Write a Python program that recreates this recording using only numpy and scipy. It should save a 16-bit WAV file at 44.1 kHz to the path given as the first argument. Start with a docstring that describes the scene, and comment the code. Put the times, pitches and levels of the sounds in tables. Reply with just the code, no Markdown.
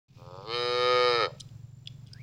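"""Light wind, hiss and a far single-cylinder engine fade in; the engine speeds up slowly as a cricket trills.
A calf bawls once in a thorn pen: fold pulses and breath through a changing throat filter give a muffled
growl that opens into a clear moo, sags and breaks off. The ground and bushes scatter the sound back.
Dry leaves rustle unevenly; twigs then snap as noise-struck modes under hooves, with one soft thud.
At last a bird starts a rising trill, a gliding sine chopped into ever faster notes."""
import sys
import numpy as np
from scipy import signal
from scipy.fft import rfft, irfft, next_fast_len
from scipy.io import wavfile
from scipy.ndimage import uniform_filter1d, map_coordinates

SR = 44100
rng = np.random.default_rng(int(sys.argv[2]) if len(sys.argv) > 2 else 0)


def ratio(d):
    """dB to gain"""
    e = np.asarray(d, float) / 20
    return 10 ** e


def store_wav(level_fs):
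    """Save 16-bit WAV to argv[1]."""
    pcm = np.round(np.clip(np.atleast_2d(level_fs), -1, 1) * 32767)
    wavfile.write(sys.argv[1], SR, pcm.T.astype(np.int16))


N = 98298
T = np.arange(N) / SR


def unit(x):
    """Normalization: scaled to rms 1."""
    return x / np.sqrt(np.mean(x ** 2) + 1e-20)


def steady(x):
    """Level control: the running rms over 2000 samples is held at 1."""
    return x / np.sqrt(np.abs(uniform_filter1d(x ** 2, size=2000)) + 1e-12)


def along(points, hz):
    """Interpolation of (f/Hz, value) points on a logarithmic frequency axis."""
    f, v = np.transpose(points)
    return np.interp(np.log(hz + 1), np.log(f + 1), v)


def curves(rows):
    """Linear interpolation in time: one value per sample for each column after t/s."""
    s, *cols = np.transpose(rows)
    return [np.interp(T, s, c) for c in cols]


def wobble(rate):
    """Slow random modulation: a smooth curve with rate knots a second."""
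    return map_coordinates(rng.standard_normal(int(N * rate / SR) + 4), [T * rate])


def filtered(x, response):
    """Linear filtering: the spectrum of x times a complex response of frequency."""
    m = next_fast_len(len(x) + 8192)
    return irfft(rfft(x, m) * response(np.fft.rfftfreq(m, 1 / SR)), m)[:len(x)]


def minimum_phase(db):
    """Minimum phase by the folded cepstrum: a causal response with these levels along the last axis."""
    cepstrum = irfft(np.log(ratio(np.maximum(db, -100))))
    half = cepstrum.shape[-1] // 2
    cepstrum[..., 1:half] *= 2
    cepstrum[..., half + 1:] = 0
    return np.exp(rfft(cepstrum))


def causal(points):
    """Causality: minimum-phase response through (f/Hz, level/dB) points."""
    return lambda hz: minimum_phase(along(points, hz))


def peak(f, hz, width_hz):
    """Damped resonator: the complex response of one causal resonance."""
    return 1j * f * width_hz / (hz * hz - f * f + 1j * f * width_hz)


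def pulses(cycles, scatter, scatter_db):
    """Quasi-periodic excitation: a band-limited pulse at each whole cycle, scattered in time and size."""
    k = np.arange(np.ceil(cycles[0]), cycles[-1])
    z = rng.standard_normal((len(k), 2))
    samples = np.arange(N)
    at = np.interp(k, cycles, samples)
    at = np.interp(k + z[:, 0] * np.interp(at, samples, scatter + 0 * T), cycles, samples)
    size = ratio(z[:, 1] * np.interp(at, samples, scatter_db + 0 * T))
    # a windowed sinc places each pulse between samples
    taps = np.floor(at)[:, None] + np.arange(-7, 9)
    d = taps - at[:, None]
    w = np.sinc(d) * np.cos(np.pi * d / 16) ** 2 * size[:, None]
    return np.bincount(np.clip(taps, 0, N - 1).astype(int).ravel(), w.ravel(), N)


# spectrum of wind and hiss: f/Hz, relative level/dB
AIR_COLOUR = [(45, -16.5), (110, -4.5), (230, -18), (350, -26.5), (1000, -36), (2000, -40.5), (5500, -40.5),
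              (7500, -46.5), (8500, -55), (13500, -55), (15000, -46)]
AIR_DB = -57  # mean, before the fade-in


def air():
    """Broadband noise: light wind and microphone hiss share one shaped spectrum of wavering level."""
    noise = filtered(rng.standard_normal(N), lambda f: ratio(along(AIR_COLOUR, f)))
    return ratio(AIR_DB + 2.3 * wobble(6.31)) * unit(noise)


# exhaust resonance, passed four times: f/Hz, width of one pass/Hz, gain before levelling/dB
EXHAUST_MODES = [(124.8, 69, 10.5)]
FIRING_HZ, FIRING_GAIN_HZ_PER_S, FIRST_S = 17.7, 2.9, .0985  # rate at t = 0, its growth, a firing time
ENGINE_DB, FIRING_SCATTER_DB = -50, 1.2  # level before the fade-in, size scatter


def engine():
    """Excited resonance: one exhaust thump a firing, dulled by distance, at a steadily growing rate."""
    cycles = FIRING_HZ * (T - FIRST_S) + FIRING_GAIN_HZ_PER_S / 2 * (T ** 2 - FIRST_S ** 2)
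    pipe = lambda f: sum(ratio(db) * peak(f, hz, w) ** 4 for hz, w, db in EXHAUST_MODES)
    firings = pulses(cycles, .012, FIRING_SCATTER_DB)  # time scatter in cycles
    return ratio(ENGINE_DB) * unit(filtered(firings, pipe))


# cricket loudness: t/s, mean level/dB
CRICKET_LEVEL = [(.1, -90), (1.3, -77), (2.0, -75.5), (2.02, -80), (2.045, -77), (2.06, -100)]
CRICKET_HZ, CRICKET_WIDTH_HZ = 7240, 50  # carrier and its random frequency deviation
# stroke rate up to CHIRP_AT_S, its growth afterwards, and the time when one stroke peaks
CHIRP_HZ, CHIRP_GAIN_HZ_PER_S, CHIRP_AT_S = 49.2, 9.4, 1.533


def cricket():
    """Amplitude modulation: wing strokes about fifty a second on one high, slightly fuzzy note."""
    u = T - CHIRP_AT_S
    cycles = CHIRP_HZ * u + CHIRP_GAIN_HZ_PER_S / 2 * u * np.maximum(u, 0)
    strokes = np.clip(np.cos(2 * np.pi * cycles) + .3, 0, 1)
    note = np.sin(2 * np.pi * np.cumsum(CRICKET_HZ + CRICKET_WIDTH_HZ * wobble(120)) / SR)
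    return ratio(curves(CRICKET_LEVEL)[0] + 1.5 * wobble(30)) * unit(strokes * note)


# bird whistle: t/s, f/Hz, amplitude level/dB
WHISTLE = [(2.11, 1490, -70), (2.16, 1600, -53.5), (2.18, 1780, -57), (2.198, 2180, -56),
           (2.212, 2253, -51.5), (2.229, 2697, -68)]
TRILL_HZ, TRILL_GAIN_HZ_PER_S, TRILL_FIRST_S = 52.4, 620, 2.118  # note rate at first peak, growth, its time


def bird():
    """Combined frequency and amplitude modulation: a rising whistle chopped into ever faster notes."""
    hz, db = curves(WHISTLE)
    u = T - TRILL_FIRST_S
    cycles = TRILL_HZ * u + TRILL_GAIN_HZ_PER_S / 2 * u * np.abs(u)
    notes = np.clip(np.cos(2 * np.pi * cycles) + .4 + 6 * u, 0, 1)  # the gaps fill in with time
    return ratio(db) * notes * np.sin(2 * np.pi * np.cumsum(hz) / SR) * (T > WHISTLE[0][0])


# decay time of bushes and ground: f/Hz, t60/s
ECHO_T60 = [(600, 0.35), (1300, 0.36), (8000, 0.37)]
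ECHO_DB = -21.5


def echo(x):
    """Diffuse reflection: a short scattered answer from the bushes, decaying by frequency."""
    hz, t, z = signal.stft(rng.standard_normal(SR // 2), SR, nperseg=256)
    decay = ratio(-60 * t / along(ECHO_T60, hz)[:, None])
    tail = signal.istft(z * decay, SR, nperseg=256)[1]
    delayed = np.pad(x, (500, 0))  # samples
    return ratio(ECHO_DB) * signal.fftconvolve(delayed, tail / np.linalg.norm(tail))[:N]


GROUND_DB, GROUND_T60_S, GROUND_HZ = -3, .04, 2500  # tail gain, decay time, high-pass corner


def ground(x):
    """Early scattering: the treble comes again at once off the ground and the other animals."""
    t = np.arange(SR // 20) / SR
    tail = rng.standard_normal(len(t)) * ratio(-60 * t / GROUND_T60_S)
    high = filtered(x, lambda f: (1j * f / (GROUND_HZ + 1j * f)) ** 2)
    return ratio(GROUND_DB) * signal.fftconvolve(high, tail / np.linalg.norm(tail))[:N]


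# rustle loudness: t/s, level/dB
RUSTLE_LEVEL = [(.085, -75.5), (.2, -68.5), (.4, -65.5), (1.45, -70.5), (1.55, -105), (1.85, -102),
                (1.9, -68), (2.05, -108), (2.075, -71), (2.15, -71)]
# spectrum of dry leaves: f/Hz, relative level/dB
LEAF_COLOUR = [(1800, -21.5), (2450, 3.5), (2900, -2.5), (5100, -2), (6300, -9), (8000, -38.5)]


def leaves():
    """Modulated noise: the uneven rustle of dry leaves."""
    grains = rng.standard_normal(N) * ratio(3 * wobble(150) + 1.5 * wobble(20))
    rustle = filtered(grains, lambda f: ratio(along(LEAF_COLOUR, f)))
    return ratio(curves(RUSTLE_LEVEL)[0]) * unit(rustle)


# twigs breaking: t/s, peak level/dB, favoured f/Hz, gain of crack against ring/dB
TWIG_SNAPS = [(1.397, -45, 5600, -4), (1.4003, -32.5, 5600, -5), (1.4048, -29, 5560, 1),
              (1.4079, -27.5, 3867, 4.5), (1.415, -41, 4000, -13), (1.489, -50.5, 3340, -22),
              (1.858, -47.5, 3296, -25.5), (1.873, -25.5, 3660, -47), (1.881, -42, 3500, -44),
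              (2.065, -53.5, 3360, -32), (2.071, -49.5, 4150, -3), (2.079, -53, 3300, -30),
              (2.086, -55, 3250, -26), (2.133, -34, 5200, -22)]
# spectrum of the crack: f/Hz, relative level/dB
CRACK_COLOUR = [(2400, -43), (3000, 3), (7500, -3.5), (11800, -22.5), (12500, -42)]
# modes of the twigs: f/Hz, gain before the fall-off/dB
RING_MODES = [(2200, 2.5), (3000, 3), (3350, 1.5), (4100, -3), (5000, 11), (5400, -0.5), (6100, -23),
              (8400, 9)]
TWIG_WIDTH_HZ = 323  # of one pass; each mode is passed twice
SNAP_T60_S, FALL_DB_PER_OCTAVE = 0.0068, 29  # burst decay; modes weaken away from the favoured frequency
# hoof on soft ground: t/s, envelope peak level/dB, f/Hz
HOOF_THUDS = [(1.629, -40, 109.4)]


def hooves():
    """Impulsive excitation: twigs crack and ring in modes near where they break; a hoof thuds."""
    out, t = np.zeros(N + 4000), np.arange(4000) / SR
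    for s, db, hz, crack_db in TWIG_SNAPS:
        burst = rng.standard_normal(len(t)) * ratio(-60 * t / SNAP_T60_S) * (1 - np.exp(-t / 0.00023))
        modes = [(c, g - FALL_DB_PER_OCTAVE * abs(np.log2(c / hz))) for c, g in RING_MODES]
        ring = lambda f: sum(ratio(g) * peak(f, c, TWIG_WIDTH_HZ) ** 2 for c, g in modes)
        snap = filtered(burst, lambda f: ratio(crack_db) * causal(CRACK_COLOUR)(f) + ring(f))
        out[round(s * SR):][:len(t)] += ratio(db) * snap / np.abs(snap).max()
    for s, db, hz in HOOF_THUDS:
        envelope = (t / 0.012 * np.exp(1 - t / 0.012)) ** 2  # peaks at 12 ms
        out[round(s * SR):][:len(t)] += ratio(db) * np.sin(2 * np.pi * hz * t) * envelope
    return out[:N]


# mouth: t/s, shape (0 shut, 1 opening, 2 open, 3 wide, 4 closing), lowering of the upper resonances f/Hz
MOUTH_SHAPE = [(.43, 0, 38), (.475, 0.6, 126), (.54, 1, 14), (.61, 2, 1), (.95, 2.5, 13.5), (1.15, 3, -2),
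               (1.26, 3, -10), (1.3, 4, -15)]
# throat with the mouth shut: f/Hz, relative level/dB
SHUT_COLOUR = [(230, -19.5), (470, 3), (560, 7.5), (690, -9.5), (860, 0.5), (1260, 0.5), (1600, -19.5),
               (1900, -36), (2400, -45), (3200, -28), (3600, -18.5), (4000, -30), (4500, -18.5),
               (5350, -25), (6100, -73), (7400, -33.5), (9000, -80)]
# throat with the mouth open: f/Hz, relative level/dB
OPEN_COLOUR = [(140, -57), (250, -26), (370, -7), (497, 2.5), (620, -15.5), (745, -17.5), (870, -12.5),
               (1020, -21.5), (1180, -13), (1250, -1), (1370, -10.5), (1540, -28), (1860, -8.5),
               (1990, -29), (2230, -12), (2710, -26.5), (3100, -13), (3410, -35.5), (3800, -10),
               (4050, -22.5), (4300, -12), (4500, -26.5), (4950, -14.5), (5700, -41), (6200, -34.5),
               (7300, -48), (8300, -44.5), (9600, -57.5), (10900, -45.5), (12000, -100)]
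# added to the open throat while the mouth opens: f/Hz, level/dB
OPENING_CHANGE = [(450, -3.5), (650, -4.5), (1100, 2.5), (1400, -5), (2000, -2.5), (2400, 4), (3100, 4),
                  (3800, -3), (4250, 7.5), (4900, -1), (7000, -1.5)]
# added to the open throat as the mouth goes wide: f/Hz, level/dB
WIDE_CHANGE = [(350, -2.5), (600, 2), (1250, 2), (2300, 2), (3000, -4.5), (4500, 0.5), (9000, -6)]
CLOSING_HZ, CLOSING_WIDTH_HZ = 610, 110  # hollow ring of the closing mouth
DRIFT_DB = 2.2  # rms in the treble: the throat never holds quite still


def throat(source):
    """Time-varying filter: frame by frame the throat glides between mouth shapes and drifts at random."""
    hop, m = 256, 4096
    starts = np.arange(0, N - 2 * hop, hop)
    mouth, lowered_hz = (c[starts + hop, None] for c in curves(MOUTH_SHAPE))
    f = np.fft.rfftfreq(m, 1 / SR)
    hz = f + lowered_hz * np.tanh(f / 1000)  # the bass resonances move less
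    shut, wide_open = along(SHUT_COLOUR, hz), along(OPEN_COLOUR, hz)
    opening = wide_open + along(OPENING_CHANGE, hz)
    wide = wide_open + along(WIDE_CHANGE, hz)
    hollow = 20 * np.log10(np.abs(peak(hz, CLOSING_HZ, CLOSING_WIDTH_HZ)) + 1e-4)
    shapes = [shut, opening, wide_open, wide, shut + hollow]
    db = sum(np.clip(1 - np.abs(mouth - k), 0, 1) * shape for k, shape in enumerate(shapes))
    # random drift, smooth over frequency and time
    field = uniform_filter1d(rng.standard_normal(db.shape), size=14, axis=1)
    field = uniform_filter1d(field, size=24, axis=0)
    db = db + DRIFT_DB * unit(field) * np.tanh(f / 2500)
    frames = source[starts[:, None] + np.arange(2 * hop)] * signal.get_window("hann", 2 * hop)
    rung = irfft(rfft(frames, m) * minimum_phase(db), m)
    return np.bincount((starts[:, None] + np.arange(m)).ravel(), rung.ravel(), N + m)[:N]


# the moo: t/s, pitch f/Hz, level/dB
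MOO_LINE = [(.155, 86.78, -75), (.19, 86.57, -58.5), (.23, 86.9, -53.5), (.328, 89.93, -46.5),
            (.386, 94.9, -44), (.43, 98.8, -48), (.47, 110.6, -42.5), (.5, 113.2, -35.5),
            (.546, 120.6, -30.5), (.75, 123, -28), (.908, 124.7, -24), (1.072, 123.2, -23.5),
            (1.146, 119.3, -25), (1.188, 116.5, -26.5), (1.212, 109.8, -25), (1.234, 102.9, -25),
            (1.257, 90.25, -29), (1.275, 81.8, -35), (1.295, 73.1, -47), (1.385, 63.97, -65.5)]
# roughness: t/s, share of breath noise (0 to 1)
BREATH_SHARE = [(.15, .22), (.45, .1), (.52, .02), (1.265, .025), (1.3, .6)]
JITTER, SHIMMER_DB = 0.008, 2  # scatter of pulse time (cycles) and size at full roughness
GATE, HISS_HZ = 2.895, 3000  # sharpness of breath puffs; above HISS_HZ breath is brighter than the pulses


def calf():
    """Source-filter principle: vocal-fold pulses and puffs of breath excite a throat led by the mouth."""
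    hz, db = curves(MOO_LINE)
    rough, = curves(BREATH_SHARE)
    cycles = np.cumsum(hz) / SR
    puffs = unit(np.exp(GATE * np.cos(2 * np.pi * cycles)) * rng.standard_normal(N))
    puffs = filtered(puffs, lambda f: 1 + (f / HISS_HZ) ** 2)
    folds = unit(pulses(cycles, JITTER * np.sqrt(rough), SHIMMER_DB * np.sqrt(rough)))
    source = folds * np.sqrt(1 - rough ** 2) + rough * puffs
    sounding = (T > MOO_LINE[0][0]) * (T < MOO_LINE[-1][0])
    return steady(throat(source)) * ratio(db) * sounding


# fade-in of engine and air; its first time ends the opening silence: t/s, gain level/dB
FADE = [(.083, -12), (.2, -1.5), (.35, 1)]


def scene():
    """Superposition: near sounds with their reflections, then the distant ones, in mono."""
    voice = calf()
    near = voice + ground(voice) + hooves()
    animals = near + echo(near) + leaves() + bird() + cricket()
    background = ratio(curves(FADE)[0]) * (engine() + air())
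    return (animals + background)[None]


def roll_off(x):
    """The treble ends steeply here."""
    return signal.sosfilt(signal.butter(12, 15690, fs=SR, output="sos"), x)


def record(dry):
    """Gating: the scene starts after a short silence."""
    mix = dry * (T > FADE[0][0])
    return roll_off(mix)


dry = scene()
out = record(dry)
store_wav(out)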